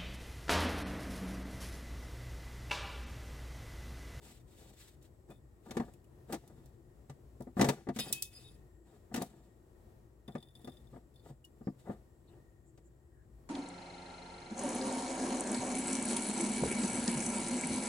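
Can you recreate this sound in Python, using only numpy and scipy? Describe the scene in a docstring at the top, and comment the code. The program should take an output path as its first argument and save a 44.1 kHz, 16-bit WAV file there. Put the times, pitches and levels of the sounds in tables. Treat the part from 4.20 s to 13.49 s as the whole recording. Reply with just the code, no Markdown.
"""A faint kitchen hum and a first rustle open the scene; then a rack knocks and drags on a foil-lined tray.
A steel fork turning meat clinks, and its tines sing as they rub the wires, in a small open oven.
Knocks, clinks and slips ring decaying modes; rubbing, grit and squeaks are shaped noise, and singing is
noise driven through resonances. The oven box adds a short echo; the kitchen is hum and a microphone
resonance over room air."""
import sys
import numpy as np
from scipy import signal
from scipy.fft import rfft, irfft, next_fast_len
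from scipy.io import wavfile
from scipy.ndimage import uniform_filter1d, map_coordinates

SR = 44100
rng = np.random.default_rng(int(sys.argv[2]) if len(sys.argv) > 2 else 0)


def master(y):
    """Save y as 16-bit WAV."""
    cut = np.clip(np.atleast_2d(y).T, -1, 1)
    pcm = np.round(cut * 32767)  # scale
    wavfile.write(sys.argv[1], SR, pcm.astype(np.int16))


N = 409688  # length in samples

# Kitchen air and microphone hiss, spectrum shape: f/Hz, density/dB
ROOM_SPECTRUM = [(25, -19), (55, 2.5), (120, -3.5), (141, -15), (223, -10), (293, -16), (335, -9.5),
                 (1020, -25.5), (1610, -33.5), (3080, -39.5), (16000, -43.5)]
# Hum bands, the last being a microphone resonance in the hiss: f/Hz, width/Hz, level/dB
HUM_BANDS = [(56.95, 3.3, 11.5), (129.2, 16, 4), (343.4, 40, -6), (1871, 45, -23), (7570, 600, -34)]
# Left-right likeness of the kitchen: f/Hz, correlation
KITCHEN_LIKENESS = [(60, 0.93), (300, 0.87), (1000, 0.033), (4000, 0.026), (14000, 0.9)]
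# Left-right balance of the kitchen: f/Hz, left over right/dB
KITCHEN_LEAN = [(60, 3), (1000, 6), (4000, 2.5), (15000, -4.5)]
# Left-right balance of the metal: f/Hz, left over right/dB
METAL_TILT = [(100, 1), (600, 4), (2500, 5), (5000, 3.5), (10000, -4), (14000, 1.5)]
# Phase between the ports for the metal: f/Hz, left port's lead/rad
METAL_TWIST = [(200, .1), (1000, .7), (2800, 1.4), (5600, 1.6), (10000, 1.2), (14000, .8)]
# Echo of the oven box: f/Hz, t60/s
OVEN_DECAY = [(200, 0.017), (2000, 0.051), (12000, 0.013)]
# Tray and oven box modes, the first four being the soft thud: f/Hz, level/dB, t60/s
TRAY_MODES = [(143, -0.5, 0.14), (209.2, 2, 0.088), (244.4, 2, 0.11), (339, 1, 0.095), (435, -4.5, 0.042),
              (587, -6, 0.06), (698.6, -4, 0.062), (805, -7.5, 0.026), (985, -13.5, 0.022),
              (1205, -15.5, 0.02), (1812, -19.5, 0.013)]
# Fork modes: f/Hz, level/dB, t60/s before extra damping
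FORK_MODES = [(1927, -11, .8), (2470, -8, .2), (2570, -6, 1.0), (2900, -1, .11), (3165, -5, .7),
              (3548, 0, .2), (3741, 0, .25), (4290, -9, .3), (4953, 0, .2), (7390, -4, .1), (7876, -6, .15),
              (8960, -7, .2), (9880, 3, .25), (12920, 3, .1), (14300, 3, .1)]
# Rubbing hiss, spectrum shape: f/Hz, density/dB
HISS_SPECTRUM = [(500, -25.5), (1000, -10), (3600, -5), (6400, -10.5), (7700, -1.5), (9500, -11),
                 (16000, -13.5)]
# Crack of a hard contact, spectrum shape: f/Hz, density/dB
CRACK_SPECTRUM = [(700, -48.5), (1500, -1.5), (3400, -8), (7600, -5.5), (13000, -12.5), (16000, -11)]
# Steel on steel, spectrum shape: f/Hz, density/dB
TICK_SPECTRUM = [(1500, -29.5), (3500, -8), (8100, -1.5), (9100, -7), (10300, 3.5), (11500, -15.5),
                 (13000, -4), (17000, -6)]
# Faint hissy squeaks: start t/s, length t/s, f/Hz, level/dB
SQUEAKS = [(6.94, .09, 4360, -82), (7.427, 0.098, 5080, -79.5), (8.067, 0.041, 3920, -78.5),
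           (8.069, 0.097, 2820, -83), (8.448, 0.072, 7500, -76), (8.638, 0.055, 7400, -76.5),
           (8.911, 0.16, 1630, -81.5)]
# Rustling and dragging strokes: strongest t/s, dying away t/s, hiss level/dB, tray rumble level/dB
STROKES = [(0.039, 0.22, -61, -57.5), (0.316, 0.21, -72, -82), (0.411, 0.28, -66, -62),
           (0.608, 0.19, -62.5, -68.5), (0.843, 0.055, -69.5, -85), (1.111, 0.066, -73.5, -50.5),
           (1.482, 0.25, -69.5, -51), (1.578, 0.3, -75, -52), (2.125, 0.097, -67, -42.5),
           (2.242, 0.53, -79, -62), (3.417, 0.18, -51, -32), (3.529, 0.19, -81, -51),
           (3.793, 0.32, -54.5, -48.5), (4.149, 0.31, -66, -66), (4.693, 0.23, -78, -60.5),
           (4.928, 0.037, -87, -50), (4.983, 0.15, -59.5, -41.5), (5.14, 0.33, -78.5, -61),
           (6.11, 0.38, -82.5, -61.5), (6.39, 0.49, -77.5, -64.5), (6.754, 0.081, -78, -57.5),
           (7.073, 0.097, -72, -55), (7.599, 0.05, -73, -70), (7.689, 0.13, -74, -47),
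           (8.114, 0.19, -84, -62.5)]
# Tines skipping over wires: start t/s, length t/s, first level of low mode and grit/dB, of upper two modes/dB
SINGING = [(1.106, .08, -73, -80), (3.793, .13, -62, -44), (3.93, .19, -63, -57), (4.13, .24, -69, -51),
           (6.078, .145, -71, -75), (6.225, .125, -72, -76), (6.351, .095, -69, -76),
           (6.447, .18, -66, -75), (6.94, .13, -75, -81)]
# Singing under the hand, three tine modes then two grit bands:
# f/Hz, width before the double pass/Hz, level/dB, drive between slips/0-1
TINE_BANDS = [(3530, 220, 0, .22), (4930, 260, -10, .3), (9890, 160, -11, .5), (10200, 2500, -3, .35),
              (15300, 2000, -7, .4)]
# Clearest single slips of a tine: t/s, level/dB
SLIPS = [(1.111, -60), (3.788, -38), (3.926, -47), (4.052, -53.5), (4.285, -56.5), (6.0786, -52),
         (6.1217, -63.5), (6.1565, -60), (6.1815, -60), (6.2032, -61), (6.227, -51), (6.2853, -64),
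         (6.3527, -53), (6.415, -66), (6.4456, -51), (6.4952, -59), (6.5183, -59), (6.5697, -59.5),
         (6.671, -66), (6.94, -74), (6.959, -60.5), (6.995, -66)]
# Fork clinks: t/s, tick level/dB, ring level/dB, best excited f/Hz,
# fall-off away from it/dB per octave, extra damping by hand or meat/dB per s
CLINKS = [(0.826, -62, -95, 9000, 11, 200), (1.103, -62, -58, 2470, 150, 300),
          (1.737, -61.5, -63, 2620, 60, 1200), (1.843, -68.5, -65, 2600, 58, 1200),
          (2.277, -57.5, -83, 4900, 17, 200), (2.459, -60.5, -90, 4300, 10, 200),
          (3.207, -58, -95, 9000, 11, 200), (3.222, -57, -95, 9000, 11, 200),
          (5.0215, -38.5, -77, 3900, 6, 200), (3.797, -37, -44, 3300, 4, 25),
          (3.9265, -23, -47, 2570, 30, 20), (4.0233, -27, -46, 3500, 60, 300),
          (4.1485, -62, -45, 4950, 90, 100), (4.195, -72, -54, 4290, 90, 50),
          (4.24, -72, -57, 3740, 120, 60), (7.243, -66, -51, 2900, 300, 350),
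          (7.249, -55, -60, 7600, 60, 600)]
# Rack on tray: t/s, thud level/dB, hardness (crack against thud)/dB, best excited f of the thud/Hz
KNOCKS = [(1.102, -54.5, -20, 345), (1.508, -39, -3.5, 246), (1.568, -31, -8, 360),
          (1.598, -27, -17.5, 237), (2.124, -51, 13.5, 345), (2.141, -37, -3, 342), (2.896, -43, -8, 145),
          (3.204, -34.5, -36, 287), (3.27, -38, -37.5, 345), (3.368, -27.5, -23, 292),
          (3.394, -20.5, -14, 207), (3.411, -17.5, -6, 343), (3.426, -24, -14.5, 247),
          (3.443, -26, -5.5, 150), (3.487, -21, -5, 183.7), (3.669, -35.5, -24, 297),
          (3.687, -28, -16.5, 219), (3.761, -40, -3, 256), (3.788, -36, 3.5, 189), (4.941, -35, 1, 235),
          (4.959, -35.5, -1, 169), (4.975, -33.5, -9.5, 224), (5.014, -31, -12.5, 214),
          (6.081, -40.5, -16.5, 195), (6.151, -32, -17, 236), (6.443, -47.5, -20.5, 232),
          (6.473, -38.5, -12.5, 243), (6.729, -43, -59, 163), (6.76, -45, -21.5, 236),
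          (7.102, -40, -67, 154), (7.41, -45, -33, 215.5), (7.471, -28.5, -37, 224),
          (7.695, -30.5, -31, 220), (8.575, -58, -5.5, 340)]

KITCHEN_DB = -62.5  # scales the hum and the air together
SQUEAK_Q = 7.6  # pitch over bandwidth
RISE_S, RISE_SHARE = 0.069, 0.75  # longest swell of a stroke; its limit as a share of the dying away
FADE_DB_PER_S = 65  # fade of each singing chain
HELD_T60_S, SLIP_GRIT_DB = 0.041, -13  # ring of a tine under the hand; puff of grit against the chirp
THUD_DB_PER_OCTAVE = 12  # fall-off of the thud modes away from the best excited pitch
CLANK_DB, CLANK_GROWS = 19.5, 0.092  # drive of upper tray modes over the thud; dB gained per dB of hardness
DULL_HZ, DULL_DB_PER_OCTAVE = 14000, 8  # knock's noise cutoff at 0 dB hardness; dB of hardness per octave
TOP_HZ = 16000  # band limit of the phone


def amp(db):
    """Decibels to amplitude."""
    return 10 ** (np.asarray(db) / 20)


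def unit(x):
    """Scale to an RMS of one."""
    return x / np.sqrt(np.mean(x ** 2) + 1e-20)


def along(points, hz):
    """Interpolate (f/Hz, value) points on a log frequency axis."""
    f, v = np.transpose(points)
    return np.interp(np.log(hz + 1), np.log(f + 1), v)


def wobble(rate):
    """A smooth random curve, rate knots a second."""
    knots = rng.standard_normal(int(N * rate / SR) + 4)
    return map_coordinates(knots, [np.arange(N) * rate / SR])


def filtered(x, response):
    """Shape x with a complex response of frequency."""
    m = next_fast_len(N + SR // 2)
    return irfft(rfft(x, m) * response(np.fft.rfftfreq(m, 1 / SR)), m)[..., :N]


def coloured(x, spectrum):
    """Give x a spectrum, as loud as before for white input."""
    grid_hz = np.linspace(0, SR / 2, 2000)
    mean = np.sqrt(np.mean(amp(along(spectrum, grid_hz)) ** 2))
    return filtered(x, lambda hz: amp(along(spectrum, hz)) / mean)


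def resonant(modes):
    """Response of (f/Hz, width/Hz, level/dB) resonances, summed with alternating sign."""
    def response(f):
        total = 0
        for k, (centre, width, db) in enumerate(modes):
            band = 1j * f * width / (centre * centre - f * f + 1j * f * width)
            total = total + (-1) ** k * amp(db) * band
        return total
    return response


def widths(modes, damping):
    """Bandwidths of ringing modes while something leans on them."""
    return [(hz, damping * np.log(1000) / np.pi / t60, db) for hz, db, t60 in modes]


def ring(modes, t, scatter_db, detune, bias_db=0):
    """One blow: every mode at a new strength and, as the load shifts, a slightly new pitch."""
    hz, db, t60 = np.transpose(modes)[..., None]
    strength, shift = rng.standard_normal((2, len(modes), 1))
    level_db = db + bias_db + scatter_db * strength - 60 * t / t60
    tones = np.sin(2 * np.pi * hz * (1 + detune * shift) * t)
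    return (amp(level_db) * tones).sum(0)


def add(track, s, sound):
    """Mix a sound in at s seconds."""
    part = track[..., round(s * SR):][..., :sound.shape[-1]]
    part += sound[..., :part.shape[-1]]


def scattered(size):
    """Noise from contacts spread along the rack: only partly the same at both ports."""
    shared = .8 * rng.standard_normal(size)
    return shared + .6 * rng.standard_normal((2, size))


def patchy(depth_db):
    """Two noises whose bands swell and sink over time, in the same pattern on both."""
    z = signal.stft(rng.standard_normal((2, N)), nperseg=512)[2]
    field = uniform_filter1d(rng.standard_normal(z.shape[1:]), size=5, axis=0)
    field = uniform_filter1d(field, size=30, axis=1)
    return signal.istft(z * amp(depth_db * unit(field)), nperseg=512)[1][:, :N]


def kitchen():
    """Wavering hum and microphone resonance over room air, most alike at both ports in bass and top treble."""
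    hum = unit(filtered(patchy(depth_db=2.5), lambda hz: resonant(HUM_BANDS)(hz) * hz / (hz + 30)))
    air = unit(coloured(rng.standard_normal((2, N)), ROOM_SPECTRUM)) * amp(1.9 * wobble(5.4))

    def mid_side(hz):
        turn = np.arccos(np.clip(along(KITCHEN_LIKENESS, hz), -1, 1)) / 2
        return np.array([np.cos(turn), np.sin(turn)])

    def lean(hz):
        return np.sqrt(amp(along(KITCHEN_LEAN, hz) * np.array([[1], [-1]])))

    mid, side = filtered(amp(KITCHEN_DB) * (hum + air), mid_side)
    return filtered(np.array([mid + side, mid - side]), lean)


def oven(x):
    """Each frequency of the box's echo dies at its own speed."""
    hz, t, z = signal.stft(rng.standard_normal((2, SR // 3)), SR, nperseg=256)
    decay = amp(-60 * t / along(OVEN_DECAY, hz)[:, None])
    tail = signal.istft(z * decay, SR, nperseg=256)[1]
    delayed = np.pad(x, ((0, 0), (100, 0)))  # samples
    return signal.fftconvolve(delayed, tail / np.linalg.norm(tail[0]), axes=1)[:, :N]


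def ports(x):
    """The two microphone ports hear the metal with their own level and phase."""
    def pair(hz):
        half = np.sqrt(amp(along(METAL_TILT, hz))) * np.exp(.5j * along(METAL_TWIST, hz))
        return np.array([half, 1 / half])
    return filtered(x, pair)


def squeaks():
    """Short swells of narrow hiss."""
    out = np.zeros((2, N))
    for s, length, hz, db in SQUEAKS:
        edges = [hz * (1 - .5 / SQUEAK_Q), hz * (1 + .5 / SQUEAK_Q)]
        band = signal.butter(2, edges, 'bandpass', fs=SR)
        hiss = unit(signal.lfilter(*band, scattered(size=SR // 5)))[:, :round(length * SR)]
        add(out, s, amp(db) * np.sqrt(np.hanning(hiss.shape[1])) * hiss)
    return out


def strokes():
    """Rubbing swells as hiss and as a lumpy rumble in the tray."""
    levels = np.zeros((2, N))
    for top, fall, hiss_db, rumble_db in STROKES:
        rise = min(RISE_S, RISE_SHARE * fall, top)
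        t = np.arange(round((rise + fall) * SR)) / SR
        phase = np.interp(t, [0, rise, rise + fall], [0, np.pi / 2, np.pi])
        swell = np.abs(np.sin(phase)) ** 1.89
        # squared: the tray moves only at the height of a stroke
        add(levels, top - rise, np.array([amp(hiss_db) * swell, amp(rumble_db) * swell ** 2]))
    rub = coloured(amp(2.3 * wobble(67)) * scattered(size=N), HISS_SPECTRUM)
    lumps = amp(4 * wobble(80)) * rng.standard_normal(N)
    tray = resonant(widths(TRAY_MODES, damping=1.6))
    drag = filtered(lumps, lambda hz: tray(hz) / (1 + hz / 1800))
    return levels[0] * unit(rub) + levels[1] * unit(drag)


def singing():
    """Tines slip over wires in an uneven, fading chain of chirps and grit, and sing on between slips."""
    count = np.cumsum(36 * amp(6 * wobble(25)) / SR)  # slips so far, around 36 a second
    size, grit = amp(3 * wobble(30)), rng.standard_normal(N)
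    slips, drives, out = np.zeros(N), np.zeros((2, N)), np.zeros(N)
    for start, length, *db in SINGING:
        done = count[round(start * SR):][:round(length * SR)]
        add(slips, start, np.exp(-((done - done[0]) % 1) / .15))
        fade_db = FADE_DB_PER_S * np.arange(len(done)) / SR
        add(drives, start, amp(np.array(db)[:, None] - fade_db))
    # low mode and grit share the first drive, the upper two modes the second
    for drive, (hz, width, db, between) in zip(drives[[0, 1, 1, 0, 0]], TINE_BANDS):
        push = np.array([drive * (slips * size + between), np.ones(N)]) * grit
        heard, full = filtered(push, lambda f: resonant([(hz, width, 0)])(f) ** 2)
        out += amp(db) * heard / np.std(full)  # level set against steady, full drive
    return out


def slipping():
    """One slip: a short, rough chirp of the held tine and a puff of grit."""
    out, puffs, t = np.zeros((2, N)), np.zeros((2, N)), np.arange(SR // 10) / SR
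    held = [(hz, db, HELD_T60_S) for hz, _, db, _ in TINE_BANDS[:3]]
    for s, db in SLIPS:
        onset = 1 - np.exp(-t / 0.00029)
        chirp = ring(held, t, scatter_db=0.0, detune=0.0052)
        rough = 1 + 0.27 * uniform_filter1d(rng.standard_normal(len(t)) * 8, size=64)
        add(out, s, amp(db) * onset * chirp * rough)
        add(puffs, s, amp(db + SLIP_GRIT_DB - 60 * t / 0.038) * scattered(size=len(t)))
    return out + coloured(puffs, TICK_SPECTRUM)


def clinks():
    """A bright tick, then the fork's modes, strongest near the pitch that the struck spot favours."""
    rings, ticks, t = np.zeros(N), np.zeros((2, N)), np.arange(SR // 2) / SR
    burst = amp(-60 * t / 0.018) + 0.16 * amp(-60 * t / 0.18)
    for s, db, ring_db, spot_hz, slope_db, damp_db in CLINKS:
        away = np.abs(np.log2(np.transpose(FORK_MODES)[0][:, None] / spot_hz))  # octaves
        modes = ring(FORK_MODES, t, scatter_db=2.5, detune=0.0011, bias_db=-abs(slope_db) * away)
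        onset = 1 - np.exp(-t / .002)
        add(rings, s, amp(ring_db - abs(damp_db) * t) * onset * modes)
        add(ticks, s, amp(db) * burst * scattered(size=len(t)))
    flutter = amp(3 * wobble(45))  # the hand's grip on the fork is never still
    return rings * flutter, coloured(ticks, TICK_SPECTRUM)


def knocks():
    """Each knock thuds in the tray; harder ones rattle its upper modes and crack."""
    body, clanks, cracks = np.zeros(N), np.zeros((2, N)), np.zeros((2, N))
    t = np.arange(SR // 4) / SR
    scuff = (1 - np.exp(-t / 0.0012)) * (amp(-60 * t / 0.052) + 0.032 * amp(-60 * t / 0.5))
    chatter = (1 - np.exp(-t / 0.00032)) * amp(-60 * t / 0.072)  # many wires land within a few ms
    thud_modes = TRAY_MODES[:4]
    for s, db, hard_db, spot_hz in KNOCKS:
        away = np.abs(np.log2(np.transpose(thud_modes)[0][:, None] / spot_hz))  # octaves
        thud = ring(thud_modes, t, scatter_db=3.0, detune=0.033, bias_db=-THUD_DB_PER_OCTAVE * away)
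        add(body, s, amp(db) * (1 - np.exp(-t / 0.0023)) * thud)
        top_hz = np.clip(DULL_HZ * 2 ** (hard_db / DULL_DB_PER_OCTAVE), 500, SR / 2 - 500)
        dull = signal.butter(1, top_hz, fs=SR)  # softer knocks are duller
        rattle = chatter * signal.lfilter(*dull, scattered(size=len(t)))
        add(clanks, s, amp(db + CLANK_DB + CLANK_GROWS * hard_db) * rattle)
        crack = scuff * signal.lfilter(*dull, scattered(size=len(t)))
        add(cracks, s, amp(db + hard_db) * crack)
    upper_tray = resonant(widths(TRAY_MODES[4:], damping=1.48))
    return body + filtered(clanks, upper_tray) + coloured(cracks, CRACK_SPECTRUM)


def scene():
    """Metal with its oven echo, the fork's ring without echo, and the kitchen underneath."""
    rings, ticks = clinks()
    metal = ports(knocks() + ticks + strokes() + singing() + slipping() + squeaks())
    # the box is too small to scatter the bass
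    echo = filtered(oven(metal), lambda hz: (hz / (hz + 500)) ** 2)
    return metal + amp(-3.0) * echo + ports(rings) + kitchen()


def record(dry):
    """The phone keeps only a weak strip above its band limit, and nothing from 16840 Hz up."""
    return filtered(dry, lambda hz: np.where(hz < TOP_HZ, 1, amp(-22) * (hz < 16840)))


dry = scene()
out = record(dry)
master(out)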